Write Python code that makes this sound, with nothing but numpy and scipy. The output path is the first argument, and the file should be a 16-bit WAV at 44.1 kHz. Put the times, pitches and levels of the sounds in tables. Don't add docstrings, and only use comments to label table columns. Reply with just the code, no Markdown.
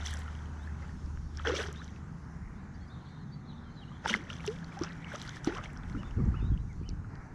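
import sys
import numpy as np
from scipy import signal
from scipy.fft import rfft, irfft, next_fast_len
from scipy.io import wavfile
from scipy.ndimage import uniform_filter1d, map_coordinates

SR = 44100
rng = np.random.default_rng(int(sys.argv[2]) if len(sys.argv) > 2 else 0)


def int16_out(signal):
    q = np.round(np.clip(np.atleast_2d(signal).T, -1, 1) * 32767)
    wavfile.write(sys.argv[1], SR, q.astype(np.int16))


N = 323694
TIME_S = np.arange(N) / SR


def amp(db):
    return 10 ** (np.asarray(db) / 20)


def unit(x):
    return x / np.sqrt(np.mean(x ** 2) + 1e-20)


def sine(hz):
    return np.sin(2 * np.pi * np.cumsum(hz) / SR)


def curves(rows, outside=None):
    times_s, *columns = np.transpose(rows)
    return [np.interp(TIME_S, times_s, column, outside, outside) for column in columns]


def wobble(rate_hz):
    knots = rng.standard_normal(int(N * rate_hz / SR) + 4)
    return map_coordinates(knots, [TIME_S * rate_hz])


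def coloured(x, spectrum):
    size = next_fast_len(N + 8192)
    hz, db = np.transpose(spectrum)
    gain = amp(np.interp(np.log(np.fft.rfftfreq(size, 1 / SR) + 1), np.log(hz + 1), db))
    return irfft(rfft(x, size) * gain, size)[:N]


def rush(spectrum, patchy_db):
    bins = signal.stft(rng.standard_normal(N + 512), nperseg=512)[2]
    patches = uniform_filter1d(rng.standard_normal(bins.shape), size=6, axis=0)
    patches = unit(uniform_filter1d(patches, size=14, axis=1))
    noise = signal.istft(bins * amp(patchy_db * patches), nperseg=512)[1][:N]
    return unit(coloured(noise, spectrum))


def steady(x, samples):
    return x / np.sqrt(np.abs(uniform_filter1d(x ** 2, size=samples)) + 0.028)


def place(start_s, waves):
    index = np.round(start_s * SR).astype(int)[:, None] + np.arange(waves.shape[1])
    return np.bincount(index.ravel(), waves.ravel(), N)[:N]


def bubbles(start_s, db, hz, cycles, rise, samples):
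    db, hz, cycles, rise = (np.reshape(v, (-1, 1)) for v in (db, hz, np.maximum(cycles, 1), rise))
    lives = np.arange(samples) / SR * hz / cycles
    phase = 2 * np.pi * cycles * lives * (1 - rise / 4 + rise * np.minimum(lives, 1.5) / 2)
    envelope = np.exp(-3 * lives) * (1 - np.exp(-lives / 0.05))
    return place(start_s, amp(db) * envelope * np.sin(phase))


def swarm(spectrum, count, centre_hz, octaves, cycles, spread_db, samples, hiss):
    when, strength = rng.random((count, 2)).T
    pitch, life = rng.standard_normal((count, 2)).T
    hz = np.clip(centre_hz * 2 ** (octaves * pitch), 200, 16000)
    db = -spread_db * np.log(strength + 0.00037)
    crowd = unit(bubbles(when * N / SR, db, hz, cycles * 1.785 ** life, rise=0.46, samples=samples))
    return steady(unit(coloured(crowd + hiss * rng.standard_normal(N), spectrum)), samples=2000)


def surges(rows, linger_db, linger_s=0.47):
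    peak_s, *db, build_s, fade_s = np.transpose(rows)
    grid_s = np.arange(0, N / SR + .01, .001)
    age_s = grid_s - peak_s[:, None]
    slope_s = np.abs(np.where(age_s < 0, build_s[:, None], fade_s[:, None]))
    surge = amp(-20 * np.abs(age_s) / np.maximum(slope_s, 1e-9))
    tail = (age_s > 0) * amp(-20 * np.abs(age_s) / linger_s)
    peak_power = amp(db) ** 2
    power = peak_power @ surge ** 2 + amp(linger_db)[:, None] ** 2 * (peak_power @ tail ** 2)
    return np.array([np.interp(TIME_S, grid_s, gain) for gain in np.sqrt(power)])


# f/Hz, gain/dB
FROTH_SPECTRUM = [(350, -8.5), (600, -6), (717, -10), (1090, -7.5), (1440, 0.5), (2070, -2), (2480, -13),
                  (2600, -2.5), (3380, -33), (5720, -120)]
SPRAY_SPECTRUM = [(1410, -33), (2400, -5), (2580, -37), (2840, -4.5), (3190, -1), (3850, -7), (4630, -10),
                  (6050, -2.5), (6840, -14), (7200, -12.5), (9360, -53), (15800, -120)]
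MIST_SPECTRUM = [(4120, -47.5), (7000, 3), (7810, 6), (8640, -3.5), (9900, 1), (12000, -13), (14200, -13),
                 (15500, -36.5)]
# peak t/s, froth level/dB, spray level/dB, mist level/dB, build and fade/(s per 20 dB)
TAIL_BEATS = [(0.0, -48.5, -52, -76, .02, 0.23), (0.07, -53.5, -45.5, -60, -0.1, 0.1568),
              (0.165, -49.5, -58, -62, .15, 0.17), (0.285, -58, -62, -82.5, 0.17, 0.2),
              (0.67, -59.5, -72.5, -80.5, 0.84, 0.7), (0.83, -55.5, -65, -83, 0.09, 0.15),
              (1.378, -64.5, -61, -76, -0.1, 0.14), (1.396, -53, -60.5, -78, -0.04, 0.27),
              (1.45, -36, -49, -72, 0, 0.1865), (1.47, -36, -42, -64.5, 0.0146, 0.14),
              (1.554, -51.5, -45, -66, 0.02, 0.28), (1.598, -37.5, -49, -60, 0.04, 0.1171),
              (4.06, -34, -49, -71.5, 0.02, 0), (4.08, -42, -47, -60, 0.03, -0.04),
              (4.102, -37.5, -36.5, -58, 0.0362, 0.0333), (4.134, -41, -43.5, -63, 0.0552, -0.03),
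              (4.166, -43, -45, -62, 0.1066, -0.02), (4.302, -46.5, -47, -69, 0.024, 0.04),
              (4.333, -55, -55, -72, 0.05, 0.13), (4.44, -54, -60.5, -74.5, 0.2, 0.5),
              (4.477, -48.5, -48, -62, .03, .015), (4.72, -60.5, -65, -84, 0.25, -0.5),
              (4.768, -53, -77.5, -80, -0.16, .3), (4.842, -45, -53, -77, 0.0648, 0.12),
              (5.154, -41.5, -51, -68, 0.11, 0.01), (5.3, -54, -56, -70.5, .5, 0.2),
              (5.37, -56, -59.5, -72, -0.07, -0.02), (5.45, -52, -55.5, -63, -0.04, 0.0772),
              (5.474, -36, -44.5, -73, -0.01, 0.0539), (5.586, -46, -58, -72.5, 0.18, 0.1159),
              (5.64, -48, -51, -69.5, .012, .06), (5.93, -57.5, -69, -76.5, 0.33, 0.25),
              (6.042, -57.5, -69.5, -82.5, 0.34, .5), (6.364, -57, -72, -91, -0.1, 0.18)]


def tail_beats(spatter_db=3, spatter_hz=35):
    froth = swarm(FROTH_SPECTRUM, count=6000, centre_hz=1309, octaves=0.7112, cycles=10.5,
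                  spread_db=3, samples=700, hiss=1.1)
    spray = swarm(SPRAY_SPECTRUM, count=14000, centre_hz=4500, octaves=.7, cycles=8,
                  spread_db=2.8, samples=140, hiss=.7)
    mist = swarm(MIST_SPECTRUM, count=14000, centre_hz=10000, octaves=.5, cycles=4,
                 spread_db=2.5, samples=60, hiss=.7)
    spatter = unit(amp(spatter_db * wobble(spatter_hz)))
    froth_gain, spray_gain, mist_gain = surges(TAIL_BEATS, linger_db=[-18, -22, -20])
    return froth_gain * froth + spatter * (spray_gain * spray + mist_gain * mist)


# t/s, level/dB
HISS_LEVEL = [(0, -56.5), (.8, -81.5), (2.6, -66.5), (3.6, -76), (4.3, -69), (4.8, -76), (4.9, -52),
              (5.3, -59.5), (5.7, -65), (7, -81.5), (7.15, -65.5), (7.34, -69)]


def swelling_hiss():
    spectrum = [(900, -120), (1300, -17.5), (1900, 0), (2400, -9), (3500, -120)]
    return amp(curves(HISS_LEVEL)[0]) * rush(spectrum, patchy_db=3.5)


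# f/Hz, gain/dB
DRONE_SPECTRUM = [(24, -59), (40, -28.5), (76, -0.5), (108, -4), (151, -1), (244, -9.5), (277, -12.5),
                  (515, -27.5), (650, -34), (840, -75), (1430, -120)]
TYRE_SPECTRUM = [(260, -30), (450, 4), (514, -7), (771, 5.5), (840, 6), (1370, 3.5), (1600, 2), (2700, -17),
                 (2900, -26.5), (3770, -61.5), (6380, -120)]
AIR_SPECTRUM = [(1410, -8.5), (2400, -9), (2940, -4), (3310, -9), (4810, -5.5), (5670, -4), (6480, -3),
                (8510, -17), (9950, -17), (12300, -30), (13300, -36), (15500, -56)]
# t/s, tyre level/dB, air level/dB
TRAFFIC_LEVELS = [(0, -58.5, -66), (.4, -55, -68), (1.1, -60.5, -69.5), (1.9, -60, -70.5),
                  (2.66, -58, -72.5), (3.37, -60, -73), (3.7, -58, -74), (4.25, -60, -72.5),
                  (4.6, -57, -71.5), (5.6, -57, -70.5), (6.35, -56.5, -72), (6.7, -61.5, -71.5),
                  (7.34, -57, -73)]


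def road(drone_db=-46):
    tyre_db, air_db = curves(TRAFFIC_LEVELS)
    drone = amp(drone_db + 0.4 * wobble(3.11)) * rush(DRONE_SPECTRUM, patchy_db=0.66)
    tyres = amp(tyre_db + 0.35 * wobble(6)) * rush(TYRE_SPECTRUM, patchy_db=1.46)
    air = amp(air_db + 1.14 * wobble(4)) * rush(AIR_SPECTRUM, patchy_db=2.0)
    return drone + tyres + air


# t/s, level/dB
ENGINE_LEVEL = [(0, -39.5), (.7, -42), (1.1, -40.5), (1.55, -39.5), (2.02, -52.5), (2.44, -47),
                (3.2, -56.5)]


def leaving_engine(start_hz=76.4, sag_hz_per_s=1.106):
    db, = curves(ENGINE_LEVEL, outside=-90)
    return amp(db + 2.2 * wobble(8.05)) * sine(start_hz - sag_hz_per_s * TIME_S + 0.59 * wobble(4.9))


# t/s, level/dB
WIND_LEVEL = [(0.0, -52.5), (0.63, -54), (0.67, -59), (1.12, -41.5), (1.68, -57), (2.39, -53),
              (2.43, -40.5), (2.64, -56.5), (2.82, -49), (2.88, -59.5), (4.95, -54), (5.21, -63),
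              (5.25, -48.5), (5.33, -64), (5.42, -50.5), (5.91, -43.5), (5.97, -32), (6.01, -48.5),
              (6.13, -36), (6.17, -45), (6.27, -27), (6.36, -38.5), (6.54, -26), (6.58, -37.5), (6.81, -45),
              (6.93, -39), (7.16, -56.5), (7.2, -42), (7.28, -59.5), (7.34, -46)]
# f/Hz, gain/dB
WIND_SPECTRUM = [(8, -55), (16, 8), (45, 17.5), (65, 14.5), (100, -52.5), (200, -150)]


def wind():
    gain = amp(curves(WIND_LEVEL)[0] + 1.2 * wobble(12))
    return gain * steady(rush(WIND_SPECTRUM, patchy_db=2.0), samples=5000)


def cracks(start_s, db, spectrum, decay_s=.001):
    envelope = amp(db)[:, None] * np.exp(-TIME_S[:200] / decay_s)
    return coloured(place(start_s, envelope * rng.standard_normal(envelope.shape)), spectrum)


# t/s, ring level/dB, f/Hz, crack level/dB before filtering
DROP_TICKS = [(0.0144, -37, 3430, -39), (0.0528, -41, 3160, -43), (0.0706, -26.5, 3240, -22.5),
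              (0.1388, -33.5, 5970, -37), (0.171, -34, 5800, -36.5), (0.2206, -44, 3200, -47.5),
              (0.2796, -43, 2930, -49.5), (0.3517, -44, 2949, -40), (0.39, -48, 3310, -52),
              (0.4214, -52, 3290, -52), (0.4574, -47, 3070, -48), (1.0607, -47.5, 5290, -52),
              (1.3724, -29.5, 5460, -32), (1.3942, -36, 3186, -44), (1.4591, -35.5, 3330, -36),
              (1.472, -21, 3160, -29.5), (1.5519, -34.5, 3250, -41), (1.568, -25, 3200, -32),
              (1.578, -30, 3450, -40), (1.62, -31.5, 2917, -39), (1.6725, -34.5, 5760, -37),
              (1.728, -40, 6040, -44), (1.7598, -41, 3570, -38), (1.844, -38, 6000, -45.5),
              (1.879, -46, 3740, -37), (1.9616, -47, 2560, -42), (4.0524, -39, 5190, -40),
              (4.0587, -39, 3218, -39.5), (4.0784, -26.5, 3580, -31), (4.0979, -21.5, 2840, -33),
              (4.104, -28, 3700, -40), (4.1324, -24.5, 3256, -33.5), (4.3018, -26.5, 2850, -35),
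              (4.3301, -34, 3240, -36), (4.338, -40, 6000, -40), (4.366, -45, 2790, -34),
              (4.4054, -42.5, 2700, -39), (4.453, -37, 3470, -42), (4.465, -31.5, 5950, -38.5),
              (4.4769, -28, 2732, -20.5), (4.5871, -50.5, 3400, -37.5), (4.6444, -40, 4310, -36),
              (4.7907, -38, 5722, -35), (4.821, -39, 5560, -37), (4.836, -23, 5500, -25),
              (4.8814, -41, 2800, -48.5), (5.045, -33.5, 2800, -48), (5.1233, -44.5, 3330, -45),
              (5.159, -34, 6260, -28.5), (5.199, -40, 3180, -30.5), (5.2168, -31, 3940, -24.5),
              (5.277, -36, 4460, -35.5), (5.293, -41, 3370, -21), (5.3675, -47, 2780, -47),
              (5.446, -26.5, 5805, -43), (5.473, -33, 4240, -28.5), (5.5491, -37, 2670, -37),
              (5.5713, -38, 2980, -32), (5.6388, -34, 2780, -30), (5.7736, -41, 5500, -41),
              (5.8344, -46, 3400, -52.5), (5.898, -44, 5857, -37), (5.927, -49, 4230, -55),
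              (6.002, -50.5, 5400, -58), (6.031, -43.5, 2660, -40), (6.1096, -43.5, 2840, -42),
              (6.2537, -50, 6000, -56.5), (6.576, -43, 2910, -55), (6.7303, -50, 6400, -49),
              (6.8908, -31, 5530, -50), (6.891, -39, 4570, -55), (6.901, -44.5, 4440, -58),
              (7.1545, -48.5, 4600, -41)]


def drop_ticks():
    start_s, ring_db, hz, crack_db = np.transpose(DROP_TICKS)
    rings = bubbles(start_s, ring_db, hz, cycles=14.6, rise=.14, samples=400)
    return rings + cracks(start_s, crack_db, SPRAY_SPECTRUM)


# t/s, level/dB before filtering
DROPLET_SPITS = [(0.0463, -50), (0.0767, -42), (0.108, -34.5), (0.1387, -38), (0.1905, -40),
                 (1.5673, -47.5), (1.5958, -48.5), (1.6252, -46.5), (1.6367, -50.5), (1.728, -43),
                 (4.0805, -40), (4.1026, -44), (4.14, -42), (4.3006, -52.5), (4.4119, -53), (4.4523, -51),
                 (4.4643, -36), (4.5865, -56.5), (4.7905, -52), (5.1316, -46), (5.1567, -49),
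                 (5.225, -42.5), (5.2535, -51.5), (5.2919, -53), (5.3678, -52), (5.447, -45),
                 (5.4735, -49.5), (5.732, -49)]


def droplet_spits():
    return cracks(*np.transpose(DROPLET_SPITS), MIST_SPECTRUM)


# t/s, level/dB, f/Hz, life/cycles
AIR_POCKETS = [(0.061, -34, 1977, 14.2), (0.131, -33, 1720, 13), (0.261, -35, 1376, 10),
               (0.28, -35.5, 1360, 19), (0.674, -38, 1720, 17.6), (0.827, -43, 1980, 27),
               (0.893, -42.5, 1800, 15.2), (1.174, -35, 1480, 3.3), (1.386, -37.5, 1690, 18),
               (1.398, -30.5, 1270, 11), (1.454, -33, 1380, 10), (1.466, -24.5, 451, 16),
               (1.471, -25.5, 1500, 10.7), (1.519, -25, 364, 14), (1.591, -25, 1670, 11),
               (1.594, -28.5, 437, 15), (1.685, -35.5, 403.6, 13.5), (1.818, -35.5, 1647, 9),
               (3.916, -40, 1180, 20), (4.0587, -17.5, 1520, 6.6), (4.059, -19, 863, 9.3),
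               (4.079, -30, 2150, 10), (4.094, -21.5, 1470, 11), (4.104, -28, 219, 14),
               (4.13, -23.5, 1700, 8), (4.14, -10, 2021, 12.4), (4.146, -30.5, 205, 11.3),
               (4.149, -17, 1300, 3.64), (4.209, -39.5, 2140, 15.4), (4.27, -39, 1940, 13),
               (4.302, -35, 1340, 15), (4.398, -40, 2400, 8), (4.404, -38.5, 2250, 20),
               (4.441, -38.5, 1953, 14), (4.444, -37.5, 860, 11.6), (4.478, -23, 422, 22.9),
               (4.563, -42.5, 2200, 12), (4.627, -40.5, 1640, 15), (4.721, -42.5, 2270, 22.5),
               (4.77, -36, 790.7, 31), (4.813, -19.5, 333, 8.5), (4.817, -36, 1200, 12),
               (4.836, -30, 1346, 11), (4.907, -37, 1860, 16), (5.137, -34, 586, 17),
               (5.153, -30.5, 1260, 16), (5.25, -36, 1970, 13), (5.286, -36, 1493, 26),
               (5.369, -33, 1740, 12), (5.447, -32, 1346, 10), (5.473, -13.5, 296, 4.77),
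               (5.473, -26, 750, 7.3), (5.49, -31, 315, 15), (5.506, -36.5, 1750, 10.5),
               (5.523, -33.5, 1440, 18), (5.506, -38, 854, 31.7), (5.584, -23.5, 1200, 4.7),
               (5.59, -33.5, 1170, 12), (5.658, -33.5, 2180, 16), (5.765, -40, 1460, 16),
               (5.898, -40, 2030, 10), (5.946, -29.5, 281.5, 16.24), (5.95, -34.5, 1370, 13),
               (6.033, -32.5, 1229, 6), (6.201, -40, 1178, 23), (6.341, -36.5, 1310, 23.4),
               (7.046, -40, 1370, 9.3)]


def air_pockets(rise_at_1khz=.18, rise_per_octave=-0.057):
    start_s, db, hz, cycles = np.transpose(AIR_POCKETS)
    rise = rise_at_1khz + rise_per_octave * np.log2(hz / 1000)
    return bubbles(start_s, db, hz, cycles, rise, samples=5000)


def glides(notes, quiver_hz, pointed=False):
    out = np.zeros(N + SR)
    drift_hz = np.pad(quiver_hz * wobble(150), (0, SR))
    for start_s, length_s, start_hz, mid_hz, end_hz, db in notes:
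        u = np.arange(int(length_s * SR)) / (length_s * SR)
        first = round(start_s * SR)
        span = slice(first, first + len(u))
        if pointed:
            hz = start_hz + (mid_hz - start_hz) * np.sin(np.pi * u) ** 1.7
        else:
            hz = start_hz * (1 - u) * (1 - 2 * u) + 4 * mid_hz * u * (1 - u) + end_hz * u * (2 * u - 1)
        envelope = amp(db) * np.sqrt(2 * np.sin(np.pi * u))
        out[span] += envelope * sine(hz + drift_hz[span])
    return out[:N] * amp(2.5 * wobble(80))


# t/s, length/s, start f/Hz, middle f/Hz, end f/Hz, level/dB
BUBBLE_SQUEAKS = [(.58, 0.093, 3400, 3660, 4530, -69.5), (1.755, 0.052, 3420, 3717, 4088, -58.5),
                  (1.79, 0.0387, 880.5, 1247, 1570, -57.5), (1.805, .02, 3400, 3650, 3850, -63),
                  (4.262, 0.031, 1310, 1980, 2800, -61.5), (5.515, 0.046, 340, 400, 520, -47),
                  (5.548, 0.034, 880, 1100, 1607, -49), (5.684, 0.022, 1140, 1790, 3000, -56)]


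def bubble_squeaks():
    return glides(BUBBLE_SQUEAKS, quiver_hz=10.1)


# f/Hz, gain/dB
SLOSH_SPECTRUM = [(120, -120), (220, -15), (320, 1), (450, 1), (600, -3.5), (800, -19.5), (1500, -120)]
# peak t/s, level/dB, fade/(s per 20 dB)
SLOSH_BEATS = [(1.478, -30.5, .15), (1.62, -47, 0.09), (4.062, -46.5, 0.25), (4.148, -41.5, 0.13),
               (4.48, -46, .04), (4.815, -44, .04), (5.14, -50, .04), (5.476, -42, .08)]


def slosh(build_s=.018):
    crowd = swarm(SLOSH_SPECTRUM, count=900, centre_hz=399, octaves=0.355, cycles=12.53,
                  spread_db=4.0, samples=1600, hiss=1.1)
    beats = [(peak_s, db, build_s, fade_s) for peak_s, db, fade_s in SLOSH_BEATS]
    return surges(beats, linger_db=[-35])[0] * crowd


# start t/s, end t/s, f/Hz, level/dB
ENGINE_HUMS = [(1.895, 2.5, 166.3, -50.5), (2.897, 4.0, 146.1, -53), (3.394, 4.025, 236.9, -51.5),
               (4.298, 5.2, 167, -46.5)]


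def engine_hums(fade_s=0.16):
    out = np.zeros(N)
    for start_s, end_s, hz, db in ENGINE_HUMS:
        fade = np.clip(np.minimum(TIME_S - start_s, end_s - TIME_S) / fade_s, 0, 1)
        out += fade * amp(db + 1.5 * wobble(8)) * sine(hz + 1.52 * wobble(4))
    return out


# t/s, length/s, start f/Hz, middle f/Hz, end f/Hz, level/dB
SONG_NOTES = [ (2.55, .055, 3350, 3600, 3950, -77), (2.74, .025, 4400, 4700, 5000, -71),
              (2.79, .07, 3400, 3300, 3250, -75), (2.8, .048, 4200, 4380, 4480, -70),
              (2.875, .02, 4500, 4900, 5150, -69), (2.895, .048, 3450, 3720, 4050, -63),
              (2.94, .03, 3600, 3650, 3900, -68), (2.97, .05, 3900, 3400, 3250, -74),
              (3.06, .04, 2900, 3400, 3620, -68), (3.09, .125, 3630, 3630, 3630, -69),
              (3.055, .045, 3500, 4200, 4450, -68), (3.18, .07, 4300, 4200, 3850, -74),
              (3.318, .037, 4450, 4550, 4400, -63), (3.305, .06, 3600, 3900, 4000, -76),
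              (3.47, .055, 4350, 4000, 3550, -65), (3.52, .02, 3200, 3000, 2850, -70),
              (3.64, .07, 3250, 3150, 3000, -73), (3.76, .052, 4200, 3950, 3700, -62),
              (3.81, .034, 3450, 3100, 2650, -61), (3.878, .02, 2800, 3000, 3200, -68),
              (6.033, .065, 3250, 3600, 3300, -66), (6.18, .07, 2350, 2050, 1800, -67),
              (6.408, .095, 3400, 3700, 3600, -65), (6.465, .035, 3700, 3950, 4000, -69),
              (6.51, .04, 3350, 3300, 3200, -74), (6.59, .05, 3700, 4000, 3900, -77),
              (6.688, .05, 2350, 2100, 1850, -64), (7.21, .04, 2350, 2150, 1950, -67)]


def songbird():
    return glides(SONG_NOTES, quiver_hz=45)


def tree_echo(calls, rt60_s=.25, level_db=-7):
    tail = rng.standard_normal(SR // 2) * amp(-60 * TIME_S[:SR // 2] / rt60_s)
    return amp(level_db) * signal.fftconvolve(calls, tail / np.linalg.norm(tail))[:N]


# t/s, level/dB
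CHORUS_LEVEL = [(2.55, -81), (2.86, -78), (3.064, -68), (3.31, -76), (3.6, -71.5), (3.87, -66.5),
                (4.04, -70.5), (4.2, -81)]


def far_chorus():
    spectrum = [(1800, -120), (2500, -28.5), (3000, -8.5), (3700, -2), (4200, -1), (5200, -27),
                (7000, -120)]
    return amp(curves(CHORUS_LEVEL, outside=-140)[0]) * rush(spectrum, patchy_db=5)


# t/s, flutter level/dB, top edge level/dB
GUST_LEVELS = [(5.7, -53, -56), (5.72, -53, -69), (5.892, -46, -53), (5.942, -38, -42.5),
               (6.144, -53.5, -57.5), (6.172, -29, -42.5), (6.22, -27.5, -31.5), (6.394, -40, -53),
               (6.536, -28, -42.5), (6.596, -41.5, -59), (6.652, -38.5, -47), (6.75, -53.5, -73),
               (6.818, -32.5, -42), (6.862, -47.5, -57), (6.934, -38.5, -49), (6.964, -51.5, -68),
               (7.004, -41, -50), (7.048, -50, -61.5), (7.072, -38, -58), (7.15, -65.5, -66)]


def gusts():
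    flutter_db, edge_db = curves(GUST_LEVELS, outside=-80)
    flutter_spectrum = [(50, -37), (75, 14), (120, 10), (170, -1), (230, -58.5), (500, -150)]
    edge_spectrum = [(130, -56), (185, 2), (270, -11), (450, -21.5), (700, -53), (1500, -150)]
    flutter = steady(rush(flutter_spectrum, patchy_db=1.14), samples=2500)
    edge = unit(amp(4.7 * wobble(40)) * rush(edge_spectrum, patchy_db=0))
    return amp(flutter_db + 1.51 * wobble(22)) * flutter + amp(edge_db) * edge


# t/s, foot f/Hz, peak f/Hz, level/dB
ARCHED_NOTES = [(5.952, 2350, 2980, -64), (6.333, 2350, 2950, -62.5), (6.826, 2245, 3050, -64)]


def second_bird(length_s=.09):
    notes = [(start_s, length_s, foot, peak, foot, db) for start_s, foot, peak, db in ARCHED_NOTES]
    return glides(notes, quiver_hz=25, pointed=True)


# t/s, peak level/dB, width/s
WIND_JOLTS = [(6.173, -35.5, 0.0019), (6.2, -23.5, 0.0013), (6.425, -28.5, 0.001), (6.516, -26.5, 0.0012),
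              (6.637, -39, 0.001084), (6.812, -34, 0.00093), (6.889, -37, 0.00094)]


def wind_jolts():
    out = np.zeros(N)
    for start_s, db, width_s in WIND_JOLTS:
        u = (TIME_S - start_s) / width_s - 3
        out += amp(db) * (1 - u * u) * np.exp(-u * u / 2)
    return out


def scene():
    water = tail_beats()
    hiss = swelling_hiss()
    water += drop_ticks() + droplet_spits() + air_pockets() + bubble_squeaks() + slosh()
    traffic = road() + leaving_engine() + engine_hums()
    calls = songbird() + second_bird()
    birds = calls + tree_echo(calls) + far_chorus()
    buffeting = wind() + gusts() + wind_jolts()
    return (water + hiss + traffic + birds + buffeting)[None]


def record(dry):
    limit_hz = 15690
    size = next_fast_len(N + 8192)
    passband = np.fft.rfftfreq(size, 1 / SR) < limit_hz
    return irfft(rfft(dry, size) * passband, size)[:, :N]


dry = scene()
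out = record(dry)
int16_out(out)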